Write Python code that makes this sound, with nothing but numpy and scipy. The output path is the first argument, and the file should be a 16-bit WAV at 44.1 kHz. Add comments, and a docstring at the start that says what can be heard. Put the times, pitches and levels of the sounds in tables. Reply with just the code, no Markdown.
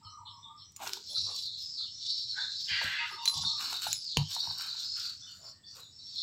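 """Kittens scuffle on a wooden floor close to the microphone, beside a plastic bag. Paws slide, tap and
thud, claws click, the bag crinkles, a small collar bell tinkles, and one hard knock sets the boards
booming. Outside, birds chirp, trill, warble and rasp, their calls blurred by echoes on the way in,
and a faint high hiss rises and falls with their song. One small microphone with noise suppression
hears it all over a quiet room, with a soft rumble of handling at first."""
import sys
import numpy as np
from scipy import signal
from scipy.fft import rfft, irfft
from scipy.io import wavfile
from scipy.ndimage import uniform_filter1d, map_coordinates

SR = 44100
rng = np.random.default_rng(int(sys.argv[2]) if len(sys.argv) > 2 else 0)


def master_out(mix):
    """Clip the mix to full scale and print it as 16-bit PCM to the path in sys.argv[1]."""
    frames = np.transpose(np.atleast_2d(mix))
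    ceiling = np.clip(frames, -1, 1)
    pcm = np.round(ceiling * 32767).astype(np.int16)
    wavfile.write(sys.argv[1], SR, pcm)


N = 274595
T = np.arange(N) / SR


# A paw or flank slides over the boards, close to the microphone.
# Each row: time of full strength in seconds, hold in seconds, relative rub and scratch levels in dB.
SLIDES = [(.817, 0.017, -42.5, -53.5), (.868, 0.0039, -48, -46), (.925, 0.049, -63, -63.5),
          (1.295, 0.0094, -44, -63.5), (3.607, 0.16, -44, -48.5), (3.835, 0.038, -52, -48),
          (4.31, 0.073, -55.5, -58.5), (4.44, 0.15, -49, -61), (4.6, 0.075, -51.5, -50.5),
          (4.74, 0.12, -61.5, -61.5), (4.975, 0.13, -62, -55.5), (5.44, 0.044, -54.5, -69),
          (5.772, 0.027, -53.5, -62.5)]
# The tone of pad, fur and claw on wood. Each row: frequency in Hz, relative gain in dB.
RUB_SPECTRUM = [(200, -3), (330, -0.5), (420, 1.5), (520, -8), (600, -3), (800, 4.5), (930, 4.5),
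                (1150, 10), (1600, -18)]
SCRATCH_SPECTRUM = [(900, -15), (1400, 9.5), (2000, -4), (3000, 4.5), (4500, -11.5), (6500, -1.5),
                    (9000, -13.5)]
TICK_SPECTRUM = [(2500, -2), (4500, 2), (7500, -7), (10000, -17), (13000, -6), (15500, -15)]

def scuffs():
    """Pads rub the boards, fur scratches over them and claws catch in the grain."""
    rub_gain, scratch_gain = swells(SLIDES, rise_db_per_s=483, sag_db_per_s=33, t60=0.27)
    rub = colour(grains(per_s=1100, spread_db=-3.5), RUB_SPECTRUM) * rub_gain
    scratch = colour(grains(per_s=2800, spread_db=3), SCRATCH_SPECTRUM) * scratch_gain
    ticks = colour(grains(per_s=170, spread_db=3), TICK_SPECTRUM) * scratch_gain
    return from_db(-8) * rub + from_db(3.5) * scratch + from_db(-2.5) * ticks


# Light paws on the floor nearby. Each row: time in seconds, relative level in dB.
PAW_TAPS = [(.803, -43), (.87, -33), (.971, -44.5), (1.3, -47.5), (2.815, -31), (3.114, -40.5),
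            (3.437, -40.5), (3.727, -38), (3.868, -30.5), (4.365, -33), (4.473, -35), (4.509, -39.5),
            (4.748, -50.5)]
# The wood under a tap. Each row: frequency in Hz, relative level in dB, time to fall 60 dB in seconds.
TAP_RING = [(505, 0, 0.025), (728, -1.5, 0.042), (908, 11.5, 0.02), (1220, -10.5, 0.016),
            (1280, -27, 0.014)]

def paw_taps():
    """A light paw rings the board briefly, with little bass."""
    return from_db(-9) * low_cut(strike(PAW_TAPS, TAP_RING), order=3, cut_hz=670)


# Hollow shuffles of a paw pushing off.
# Each row: start in seconds, length in seconds, resonance in Hz, level in dB.
PUSH_OFFS = [(0.801, 0.051, 760, -48), (0.822, 0.21, 415, -63), (1.086, 0.07, 590, -64),
             (1.149, 0.043, 1310, -64), (1.239, 0.13, 493, -66.5), (1.777, 0.096, 1270, -70),
             (2.809, 0.071, 600, -55.5), (3.111, 0.054, 437, -62.5), (3.321, 0.093, 796, -56),
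             (3.34, .16, 145, -53), (3.426, 0.031, 1385, -55), (2.364, 0.092, 860, -60),
             (3.865, 0.012, 770, -45), (4.174, 0.045, 430, -53), (4.18, 0.053, 930, -49.5),
             (5.187, 0.25, 1440, -69.5), (5.366, 0.18, 624, -71), (5.742, 0.11, 460, -70)]

def shuffles():
    """Stick-slip of a pad excites one broad resonance of the board beneath it."""
    out = np.zeros(N)
    slips = grains(per_s=2000, spread_db=3.5)
    for start, length, hz, db in PUSH_OFFS:
        now = (T >= start) & (T < start + length)
        band = [(hz, 0.35 * hz, 0)]
        board = resonate(resonate(slips[now], band), band)
        out[now] += from_db(db) * rms_one(board * signal.windows.tukey(now.sum()))
    return out


# Low thuds: a soft rumble of microphone handling at first, then kittens landing on the floor.
# Each row: time in seconds, relative level in dB, firmness as a tilt in dB per octave about 100 Hz.
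LOW_THUDS = [(0.051, -57, -14), (0.2, -58, -14), (0.288, -59.5, -17), (1.181, -59, -2), (1.225, -55, 0),
             (2.715, -53.5, 6), (2.845, -51.5, 14), (3.355, -52, 3), (3.401, -50, 2), (3.455, -54, 7),
             (3.884, -59.5, 14), (4.174, -38.5, 6), (4.479, -55.5, 8)]
# Their low modes. Each row: frequency in Hz, relative level in dB, time to fall 60 dB in seconds.
THUD_RING = [(81, -16, 0.13), (99, 6, 0.28), (150.5, -4, 0.27), (185, -12, 0.098), (250, -11, 0.037)]

def low_thuds():
    """Dull bumps ring a few low modes; the firmer the bump, the more it stirs the higher ones."""
    out = np.zeros(N)
    for start, level_db, tilt_db in LOW_THUDS:
        modes = [(hz, db + tilt_db * np.log2(hz / 100), t60) for hz, db, t60 in THUD_RING]
        out += strike([(start, level_db)], modes)
    return soften(out, cut_hz=670)


# A board struck hard. Each row: frequency in Hz, relative level in dB, time to fall 60 dB in seconds.
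KNOCK_RING = [(470, -15.5, 0.022), (1030, -7, 0.012), (2860, -7, 0.0099), (3080, 0, 0.0064),
              (5300, -23, 0.02), (6570, -24, 0.013), (12800, -27, 0.0035)]

def knocked_board(knock_s=4.171, boom_hz=146, hold_s=0.0517, pinned_t60=0.22):
    """One hard knock: the loose board booms at full strength until a paw pins it, then dies away."""
    knock = strike([(knock_s, -14)], KNOCK_RING)
    age = T - knock_s
    swinging = age > 0.002
    pinned_db = (age > hold_s) * (-18 - 60 * (age - hold_s) / pinned_t60)
    boom_gain = uniform_filter1d(swinging * from_db(-30 + pinned_db), size=260)
    return knock + tone(boom_hz * swinging) * boom_gain


# Claw clicks and snaps of the bag, at close range. Each row: time in seconds, relative level in dB,
# brightness as treble drive minus body drive in dB, decay time constant in seconds.
CLICKS_AND_SNAPS = [(0.721, -45, 28, .0015), (.763, -23.5, 16, 0.0017), (.767, -28, 16, 0.0023),
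                    (.823, -24, 4, .0005), (.836, -26, -9, .0005), (.866, -23, 2, .0006),
                    (.875, -14.5, -9, .0005), (.894, -12, -3, 0.00042), (.934, -5.5, 1.5, .0006),
                    (1.132, -29, 22, .0015), (1.363, -25, 20.5, 0.0019), (3.256, -7.5, 2, .0014),
                    (3.259, -12.5, 5, .0015), (3.278, -16, 15, 0.00098), (3.284, -21, 31, 0.0016),
                    (3.297, -19, 27, .0015), (3.378, -19, 14, 0.0011), (3.607, -19, 6, .0006),
                    (3.658, -22, 6, .0006), (3.73, -13, -7, 0.00051), (3.82, -13, 8, 0.00099),
                    (3.875, -15, 10, .0007), (3.901, -22, 13, .0008), (3.9296, -3.5, 15, 0.00074),
                    (4.045, -29.5, 17, .001), (4.171, -7.5, -3, .0012), (4.333, -21, 7, .0018),
                    (4.349, -17, 1, 0.0014), (4.792, -29, 20, 0.00088)]
# The resonances of a snap. Each row: centre in Hz, width in Hz, relative gain in dB.
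SNAP_BODY_BANDS = [(3240, 1450, -10.5), (4380, 500, -5), (5200, 760, -7)]
SNAP_TREBLE_BANDS = [(6900, 630, 3), (7240, 1800, -12.5), (13000, 2500, -13.5)]

def snaps():
    """A claw clicks or the plastic snaps: a burst that dies within a few milliseconds."""
    bursts = np.zeros((2, N))
    for start, db, bright_db, decay_s in CLICKS_AND_SNAPS:
        now = slice(*np.searchsorted(T, [start, start + 10 * decay_s]))
        gains = from_db([[db - bright_db / 2], [db + bright_db / 2]])
        bursts[:, now] += gains * np.exp((start - T[now]) / decay_s)
    body_noise, treble_noise = bursts * rng.choice([-1, 1], (2, N))
    body = resonate(body_noise, SNAP_BODY_BANDS)
    treble = resonate(treble_noise, SNAP_TREBLE_BANDS)
    return from_db(-1.5) * body + from_db(-13) * treble


# The bag beside the kittens is nudged and rustles.
# Each row: time of full strength in seconds, hold in seconds, relative crinkle and fizz levels in dB.
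BAG_NUDGES = [(.83, 0.074, -57, -51), (.925, 0.0046, -48.5, -68), (1.095, 0.0075, -51, -56.5),
              (1.18, 0.16, -51, -71), (1.365, 0.053, -49, -59.5), (1.595, 0.037, -52.5, -63.5),
              (2.03, 0.079, -47, -79), (2.165, 0.049, -49.5, -70.5), (2.3, 0.26, -50, -78),
              (2.6, 0.2, -49, -65), (2.85, 0.0054, -54, -50), (3.085, 0.025, -56, -61.5),
              (3.27, 0.022, -43.5, -52), (3.35, 0.08, -44.5, -65), (3.62, 0.11, -49, -49),
              (3.825, 0.039, -49, -46), (3.905, 0.027, -47, -69), (4.32, 0.025, -41.5, -49),
              (4.44, 0.2, -67, -60), (4.61, 0.042, -75, -52), (4.8, 0.035, -49.5, -59),
              (4.995, 0.071, -50, -60), (5.27, 0.21, -72, -71), (5.757, 0.011, -68, -60),
              (6.07, 0.2, -60.5, -77)]
# The tone of the plastic. Each row: frequency in Hz, relative gain in dB.
CRINKLE_SPECTRUM = [(2700, -15), (3600, 8), (4500, 5), (5600, 4), (6150, -4.5), (6700, -6.5), (7300, -10),
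                    (8000, -12.5), (9000, -31), (10500, -62.5)]
FIZZ_SPECTRUM = [(5000, -12), (8000, 6), (9500, -11.5), (11200, -10.5), (13000, 0.5), (15500, -9)]

def plastic_bag():
    """Thin plastic crinkles in clumps of tiny buckles."""
    crinkle_gain, fizz_gain = swells(BAG_NUDGES, rise_db_per_s=491, sag_db_per_s=11.5, t60=0.3)
    clumps = from_db(3.2 * drift(per_s=70))
    crinkle = colour(grains(per_s=3700, spread_db=0.5), CRINKLE_SPECTRUM) * crinkle_gain
    fizz = colour(grains(per_s=1100, spread_db=3.8), FIZZ_SPECTRUM) * fizz_gain
    return clumps * (from_db(5.5) * crinkle + fizz)


# A small bell on a kitten's collar, close by.
# Each row: time in seconds, relative levels of the low and high ring in dB, favoured frequency in Hz.
BELL_STRIKES = [(1.1, -52, -36.5, 10000), (1.15, -49, -37, 10350), (1.24, -49, -45, 9950),
                (1.305, -49, -40.5, 9800), (1.4, -50, -41.5, 10100), (3.108, -51, -44, 10350),
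                (3.256, -30, -31, 9950), (3.259, -44, -30, 10350), (3.277, -19, -29, 10200),
                (3.298, -26.5, -24, 10350), (3.422, -48, -35, 10460), (3.873, -39, -28, 10400),
                (3.9, -36, -30, 9950), (3.93, -32.5, -28, 10300), (4.35, -42, -42, 10350)]
# The shell's modes. Each row: frequency in Hz, relative level in dB, time to fall 60 dB in seconds.
BELL_LOW_RING = [(4060, -5, 0.13), (4070, -7.5, 0.041)]
BELL_HIGH_RING = [(9700, -23, 0.27), (10000, -19.5, 0.18), (10110, -18, .18), (10350, -17.5, 0.16),
                  (10500, -21.5, .15)]

def collar_bell(focus_db_per_hz=0.022):
    """The pellet hits a new spot on the shell each time, favouring another partial, and rebounds."""
    out = strike([(start, low_db) for start, low_db, _, _ in BELL_STRIKES], BELL_LOW_RING)
    for start, _, high_db, favoured_hz in BELL_STRIKES:
        modes = [(hz, db - focus_db_per_hz * abs(hz - favoured_hz), t60)
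                 for hz, db, t60 in BELL_HIGH_RING]
        rebound = (start + rng.uniform(0.015, 0.07), high_db - 8)
        out += strike([(start, high_db), rebound], modes)
    return out


# A songbird outside, one of the two nearer birds, repeats one phrase. Each row: start in seconds,
# time stretch as a ratio, relative levels of the phrase and of its loud syllable in dB.
SONG_PHRASES = [(1.035, 1, -40, -30.5), (1.959, 1.07, -39.5, -33.5), (3.333, 1, -40, -29),
                (4.269, 1.02, -40.5, -34), (6.029, 1.15, -42, -34)]
# Its other syllables, buzzes on two voices and a falling whistle. Each row: offset and length in
# seconds, start pitch, end pitch and buzz depth in Hz, level within the phrase in dB.
SONG_SYLLABLES = [(0, 0.1, 5360, 5394, 172, -9), (0.033, 0.0694, 4310, 4123, 405, -5.5),
                  (0.117, 0.11, 5368, 5363, 252, -2.5), (.19, 0.0742, 4310, 4088, 361, 1.5),
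                  (0.255, .11, 5420, 5260, 230, -6.5), (0.298, 0.0587, 4370, 4110, 342, 1.5),
                  (0.384, 0.066, 4178, 3942, 391, 2.5), (0.406, 0.061, 5360, 5260, 200, -16),
                  (.47, .075, 4200, 3980, 360, -1), (0.548, .105, 5127, 5202, 152, -2),
                  (0.649, 0.084, 5126, 4720, 381, -1.5), (0.724, .085, 4565, 4255, 325, 1)]

def songbird():
    """A phrase of separate buzzy syllables, pitched a little differently each time."""
    rows = []
    for start, stretch, level_db, loud_db in SONG_PHRASES:
        loud_syllable = (0.108, 0.0552, 4080, 4180, 390, loud_db - level_db)
        for offset, length, from_hz, to_hz, depth_hz, db in [loud_syllable] + SONG_SYLLABLES:
            shift_hz = 50 * rng.standard_normal()
            rows.append((start + stretch * offset, stretch * length,
                         from_hz + shift_hz, to_hz + shift_hz, depth_hz, level_db + db))
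    return low_cut(notes(rows, buzz_per_s=72, rough=0.449), order=7, cut_hz=2950)


# Harsh calls from the other nearer bird. Each row: time of full strength in seconds, hold in seconds,
# relative levels of the low formant and of the upper formants in dB.
RASP_CALLS = [(2.372, 0.012, -36.5, -75), (2.697, 0.34, -38.5, -37)]
# The resonances of its throat. Each row: centre in Hz, width in Hz, relative gain in dB.
THROAT_LOW = [(916, 58, -23.5), (1616, 227, 4), (1983, 77, -28.5)]
THROAT_MID = [(1994, 200, 0)]
THROAT_HIGH = [(2440, 460, 14.5), (2780, 480, 17.5), (3800, 1200, 13.5)]
# The long rasp's shrill bands sink, then flick up at the end. Each row: start and length in seconds,
# start pitch, end pitch and buzz depth in Hz, relative level in dB.
SHRILL_BANDS = [(2.675, 0.082, 3100, 3000, 193, -37), (2.685, 0.069, 2300, 2350, 147, -40),
                (2.75, .27, 2850, 2700, 138, -44.5), (2.7, .34, 2030, 1950, 108.7, -42.5),
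                (2.97, .08, 2200, 3300, 130, -44)]

def rasping_bird():
    """Irregular pulses ring narrow throat resonances, with shrill tones on the long call."""
    pulses = grains(per_s=7000, spread_db=2)
    mid_pulses = grains(per_s=8100, spread_db=2)
    low = rms_one(resonate(resonate(pulses, THROAT_LOW), [(1410, 1100, 0)]))
    mid = rms_one(resonate(resonate(mid_pulses, THROAT_MID), THROAT_MID))
    high = rms_one(resonate(resonate(pulses, THROAT_HIGH), [(3530, 1800, 0)]))
    low_gain, upper_gain = swells(RASP_CALLS, rise_db_per_s=761, sag_db_per_s=5.5, t60=0.18)
    upper = from_db(-4.5) * mid + from_db(1.5) * high
    rasp = from_db(-1.5) * low * low_gain + upper * upper_gain
    return soften(rasp, cut_hz=4300) + notes(SHRILL_BANDS, buzz_per_s=74, rough=0.868)


# Single echoing chirps outside, including extra syllables within the songbird's phrases.
# Each row: start and length in seconds, start pitch, end pitch and buzz depth in Hz, level in dB.
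SINGLE_CHIRPS = [(.045, 0.041, 4280, 4140, 340, -51.5), (.046, 0.031, 3100, 2990, 130, -56),
                 (.25, 0.0526, 3855, 3547, 532, -47.5), (.42, 0.062, 3660, 3522, 265, -50.5),
                 (.575, 0.055, 4110, 3695, 573, -53), (1.09, 0.06, 3436, 3450, 110, -49),
                 (1.43, 0.033, 3830, 3690, 200, -49.5), (1.745, 0.044, 4550, 4370, 250, -43.5),
                 (1.77, 0.068, 4180, 3650, 388, -39.5), (1.8, 0.07, 3380, 3180, 240, -48.5),
                 (1.93, 0.063, 4150, 3990, 330, -50.5), (2.28, 0.037, 4400, 4200, 220, -38.5),
                 (2.38, 0.094, 3920, 3830, 390, -41), (2.53, 0.12, 4255, 4460, 400, -41),
                 (2.69, 0.058, 4530, 4170, 390, -37.5), (2.97, .05, 4600, 4520, 130, -45),
                 (3.08, 0.04, 5000, 4880, 100, -51), (3.11, .05, 4450, 4310, 219.6, -47),
                 (3.175, 0.063, 3750, 3600, 199, -49.5), (3.185, 0.055, 2910, 2850, 110, -51.5),
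                 (3.2, 0.063, 4570, 4490, 150, -43.5), (3.645, 0.041, 4500, 4380, 200, -41),
                 (4.08, 0.062, 3910, 3390, 300, -45), (4.157, 0.05, 4400, 3940, 397, -39.5),
                 (4.195, 0.112, 3274, 3080, 240, -53.5), (4.345, 0.034, 4150, 3870, 300, -36),
                 (4.82, 0.16, 4230, 4550, 324, -43), (5.215, 0.064, 3480, 3600, 140, -51.5),
                 (5.265, 0.055, 3080, 2950, 240, -55), (5.265, 0.067, 4390, 4550, 230, -48),
                 (5.447, 0.053, 4550, 4460, 270, -48), (5.626, 0.046, 3560, 3500, 120, -57.5),
                 (5.642, 0.073, 4540, 4610, 224, -50), (5.785, 0.061, 4100, 3910, 210, -52.5),
                 (5.825, 0.025, 3660, 3610, 217, -50.5), (5.983, 0.044, 4200, 4085, 260, -46)]
# A small bird out there repeats a thin two-step note.
# Each row: start in seconds, level in dB, delay of the upper step in seconds, its level in dB.
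TWO_STEP_PEEPS = [(.026, -56.5, 0.068, -59.5), (.29, -58, 0.07, -65), (.557, -57, 0.08, -61),
                  (1.849, -48.5, 0.078, -57), (3.101, -49, 0.035, -73), (3.19, -51.5, 0.027, -58),
                  (4.199, -52.5, 0.089, -53), (5.159, -52, 0.028, -52), (5.41, -52, 0.034, -67),
                  (5.656, -58, 0.017, -60), (5.913, -56, .08, -65)]
# Faint thin steady tones, one low and two very high.
# Each row: start and length in seconds, pitch in Hz, level in dB.
THIN_TONES = [(5.52, .2, 1820, -76), (5.273, 0.23, 7100, -62.5), (5.74, .2, 6900, -66.5)]

def chirps(lower_hz=5320, upper_hz=5830):
    """Quick rough chirps, with a thin two-step note above them and a few faint steady tones."""
    lower = [(start, 0.09, lower_hz, lower_hz, 138, db) for start, db, _, _ in TWO_STEP_PEEPS]
    upper = [(start + delay, 0.079, upper_hz, upper_hz, 72, db)
             for start, _, delay, db in TWO_STEP_PEEPS]
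    thin = [(start, length, hz, hz, 72, db) for start, length, hz, db in THIN_TONES]
    return notes(SINGLE_CHIRPS + lower + upper + thin, buzz_per_s=110, rough=0.378)


# A distant warbler repeats one call.
# Each row: start in seconds, time stretch as a ratio, relative level in dB.
WARBLER_CALLS = [(0, 1, -54.5), (2.975, 1.04, -49.5)]
# The call hops between high and low notes.
# Each row: offset and length in seconds, pitch and waver in Hz, level within the call in dB.
WARBLER_NOTES = [(0.01, .06, 945, 22, 1), (.017, 0.06, 1259, 20, 1.5), (.105, 0.09, 1205, 49, 1.5),
                 (0.174, .085, 933, 35, 1.5), (.25, 0.073, 1131, 80, -2.5), (0.304, 0.09, 933, 36, -3),
                 (0.328, 0.061, 1088, 33, -2), (0.438, 0.082, 916.5, 25, -2.5),
                 (0.447, 0.037, 1127, 36, -3.5), (.49, 0.05, 1219, 29, 2), (.565, .045, 1182, 52, -8)]

def warbler():
    """A low, broken call of short wavering notes, held within the narrow band of the throat."""
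    rows = [(start + stretch * offset, stretch * length, hz, hz, waver_hz, level_db + db)
            for start, stretch, level_db in WARBLER_CALLS
            for offset, length, hz, waver_hz, db in WARBLER_NOTES]
    throat = signal.butter(3, (873, 1390), "band", fs=SR, output="sos")
    return signal.sosfilt(throat, notes(rows, buzz_per_s=45, rough=0.9))


# A faint high hiss that rises and falls with the birdsong.
# Each row: time in seconds, relative level in dB.
HISS_LEVELS = [(0.74, -93), (0.98, -61), (1.24, -52), (1.42, -55.5), (1.52, -61), (1.66, -55.5), (1.9, -61),
               (2.17, -60), (2.62, -54.5), (2.9, -57), (3.05, -63), (3.2, -62), (3.43, -48.5), (3.8, -57.5),
               (4.13, -53.5), (4.48, -57), (4.97, -50.5), (5.09, -57), (5.2, -60.5), (5.5, -68),
               (5.61, -89), (5.72, -60.5), (5.9, -73), (6.0, -65.5), (6.2, -56.5)]
# Its tone. Each row: frequency in Hz, relative gain in dB.
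HISS_SPECTRUM = [(3000, -18.5), (4500, 3.5), (5600, -4), (6150, -7.5), (6700, -7), (7900, -13.5),
                 (9000, -43), (10500, -39)]

def high_hiss():
    """A fine, grainy hiss that swells and fades."""
    gain = from_db(6 + np.interp(T, *np.transpose(HISS_LEVELS), left=-np.inf))
    return colour(grains(per_s=6000, spread_db=5), HISS_SPECTRUM) * gain


# The quiet room around the microphone. Each row: frequency in Hz, relative gain in dB.
ROOM_SPECTRUM = [(25, 3.5), (55, -12), (95, 4.5), (160, -4.5), (250, -8), (400, -14), (800, -21.5),
                 (1400, -22), (2500, -25), (5000, -16), (6500, -30.5), (7800, -12), (9500, -53.5),
                 (15000, -35)]

def room_tone():
    """A steady low rumble with a faint hiss."""
    return from_db(-65.5) * colour(rng.standard_normal(N), ROOM_SPECTRUM)


def from_db(db):
    """Decibels to gain."""
    return 10 ** (np.asarray(db) / 20)


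def rms_one(x):
    """Scale to unit power."""
    return x / np.sqrt(np.mean(x ** 2) + 1e-20)


def drift(per_s):
    """Smooth random wander of spread 1."""
    knots = rng.standard_normal(4000)
    return rms_one(map_coordinates(knots, [T * per_s], order=2, mode="wrap"))


def grains(per_s, spread_db):
    """Tiny impulses at random times and of uneven size."""
    sizes = from_db(spread_db * np.minimum(rng.exponential(1, N), 4))
    signs = rng.choice([-1, 1], N)
    return sizes * signs * (rng.random(N) < per_s / SR)


def swells(events, rise_db_per_s, sag_db_per_s, t60):
    """One gain curve per level column, for events that swell, sag while they hold and die away."""
    t = T[::20]
    full_s, hold_s, *levels_db = np.transpose(events)[:, :, None]
    age = t - full_s
    fall_db = np.maximum(-rise_db_per_s * age, sag_db_per_s * age)
    fall_db += 60 * np.maximum(age - hold_s, 0) / t60
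    return [np.interp(T, t, np.linalg.norm(from_db(db - fall_db), axis=0)) for db in levels_db]


def strike(hits, modes):
    """Each hit rings every mode as a decaying sine, its strength varying by about 1 dB."""
    times, hit_db = np.transpose(hits)
    chance_db = rng.standard_normal((len(hits), len(modes)))
    out = np.zeros(N)
    for k, (hz, db, t60) in enumerate(modes):
        impulses = np.zeros(N)
        impulses[(times * SR).astype(int)] = from_db(hit_db + db + chance_db[:, k])
        radius, angle = np.exp(-np.log(1000) / (t60 * SR)), 2 * np.pi * hz / SR
        feedback = [1, -2 * radius * np.cos(angle), radius ** 2]
        out += signal.lfilter([0, np.sin(angle)], feedback, impulses + 1e-18)
    return out


def tone(hz):
    """A pure tone of unit power that follows a pitch curve."""
    return np.sqrt(2) * np.sin(2 * np.pi * np.cumsum(hz) / SR)


def notes(rows, buzz_per_s, rough, attack_s=0.0041, release_s=0.0094):
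    """Each note glides between two pitches while a quick, uneven buzz sweeps it up and down."""
    buzz_phase = 2 * np.pi * np.cumsum(buzz_per_s * (1 + 0.08 * drift(per_s=15))) / SR
    buzz = signal.sawtooth(buzz_phase, 0.5) + rough * drift(per_s=450)
    out = np.zeros(N)
    for start, length, from_hz, to_hz, depth_hz, db in rows:
        now = slice(*np.searchsorted(T, [start, start + length]))
        age = T[now] - start
        gain = np.clip(np.minimum(age / attack_s, (length - age) / release_s), 0, 1)
        glide_hz = from_hz + (to_hz - from_hz) * age / length
        out[now] += from_db(db) * gain * tone(glide_hz + depth_hz * buzz[now])
    return out


def colour(x, spectrum):
    """Pass a sound through a causal filter with the given (Hz, dB) response; unit power."""
    hz, db = np.transpose(spectrum)
    log_hz = np.log(np.fft.rfftfreq(8192, 1 / SR) + 1)
    outside = np.maximum(np.log(hz[0]) - log_hz, 0) + np.maximum(log_hz - np.log(hz[-1]), 0)
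    gain_db = np.interp(log_hz, np.log(hz), db) - 40 * np.minimum(outside, 1)
    cepstrum = irfft(np.log(from_db(gain_db)))
    cepstrum[len(cepstrum) // 2:] = 0   # minimum phase
    response = irfft(np.exp(2 * rfft(cepstrum)))
    return rms_one(signal.fftconvolve(x, response)[:N])


def resonate(x, bands):
    """Parallel band-pass resonances, each given as centre in Hz, width in Hz, gain in dB."""
    return sum(from_db(db) * signal.lfilter(*signal.iirpeak(hz, hz / width, fs=SR), x + 1e-18)
               for hz, width, db in bands)


def soften(x, cut_hz):
    """Take the treble edge off a sound, as a soft paw or throat does."""
    return signal.sosfilt(signal.butter(2, cut_hz, fs=SR, output="sos"), x)


def low_cut(x, order, cut_hz):
    """Small sources and microphones lose what lies below their range."""
    return signal.sosfilt(signal.butter(order, cut_hz, "high", fs=SR, output="sos"), x)


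def echoes(x, t60, renewal_s=0.16):
    """A diffuse tail of reflections with unit energy, whose pattern changes as the microphone moves."""
    hop = int(renewal_s * SR)
    fade = np.exp(-np.log(1000) * T[:SR // 2] / t60)
    window = signal.windows.cosine(2 * hop)
    padded = np.pad(x, (hop, 2 * hop))
    out = np.zeros(N + 2 * SR)
    for i in range(0, N + hop, hop):
        tail = rng.standard_normal(len(fade)) * fade
        wet = signal.fftconvolve(padded[i:i + 2 * hop] * window, tail / np.linalg.norm(tail))
        out[i:i + len(wet)] += wet
    return out[hop:hop + N]


def suppress_noise(x, strength, memory_s, deepest_db):
    """Bands that have lately been weaker than their neighbours are turned down."""
    size, hop = 512, 128
    spectra = signal.stft(x, nperseg=size, noverlap=size - hop)[2]
    keep = np.exp(-hop / (memory_s * SR))
    power = signal.lfilter([1 - keep], [1, -keep], np.abs(spectra) ** 2 + 1e-18)
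    neighbours = signal.convolve(power, np.ones((1, 9, 1)) / 9, "same", "direct")
    gain_db = np.clip(strength * 10 * np.log10(power / neighbours), -deepest_db, 1)
    return signal.istft(spectra * from_db(gain_db), nperseg=size, noverlap=size - hop)[1][:, :N]


def scene():
    """Kittens close to the microphone and nearly dry; birds outside, heard mostly by reflection."""
    direct = scuffs() + plastic_bag() + high_hiss() + snaps() + paw_taps() + shuffles() + low_thuds()
    direct += knocked_board() + collar_bell()
    near_birds = songbird() + rasping_bird()
    echo_only = chirps() + warbler()
    birds = from_db(-12) * near_birds + echoes(near_birds, t60=0.36) + echoes(echo_only, t60=0.29)
    background = birds + room_tone()
    return (direct + from_db(-8.5) * echoes(direct, t60=0.2) + background)[None]


def record(dry):
    """The small microphone drops the deep bass; noise is suppressed and the top is cut steeply."""
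    heard = low_cut(dry, order=3, cut_hz=47)
    cleaned = suppress_noise(heard, strength=0.9, memory_s=0.08, deepest_db=9)
    top_cut = signal.ellip(10, 0.1, 80, 15900, fs=SR, output="sos")
    return signal.sosfilt(top_cut, cleaned)


dry = scene()
out = record(dry)
master_out(out)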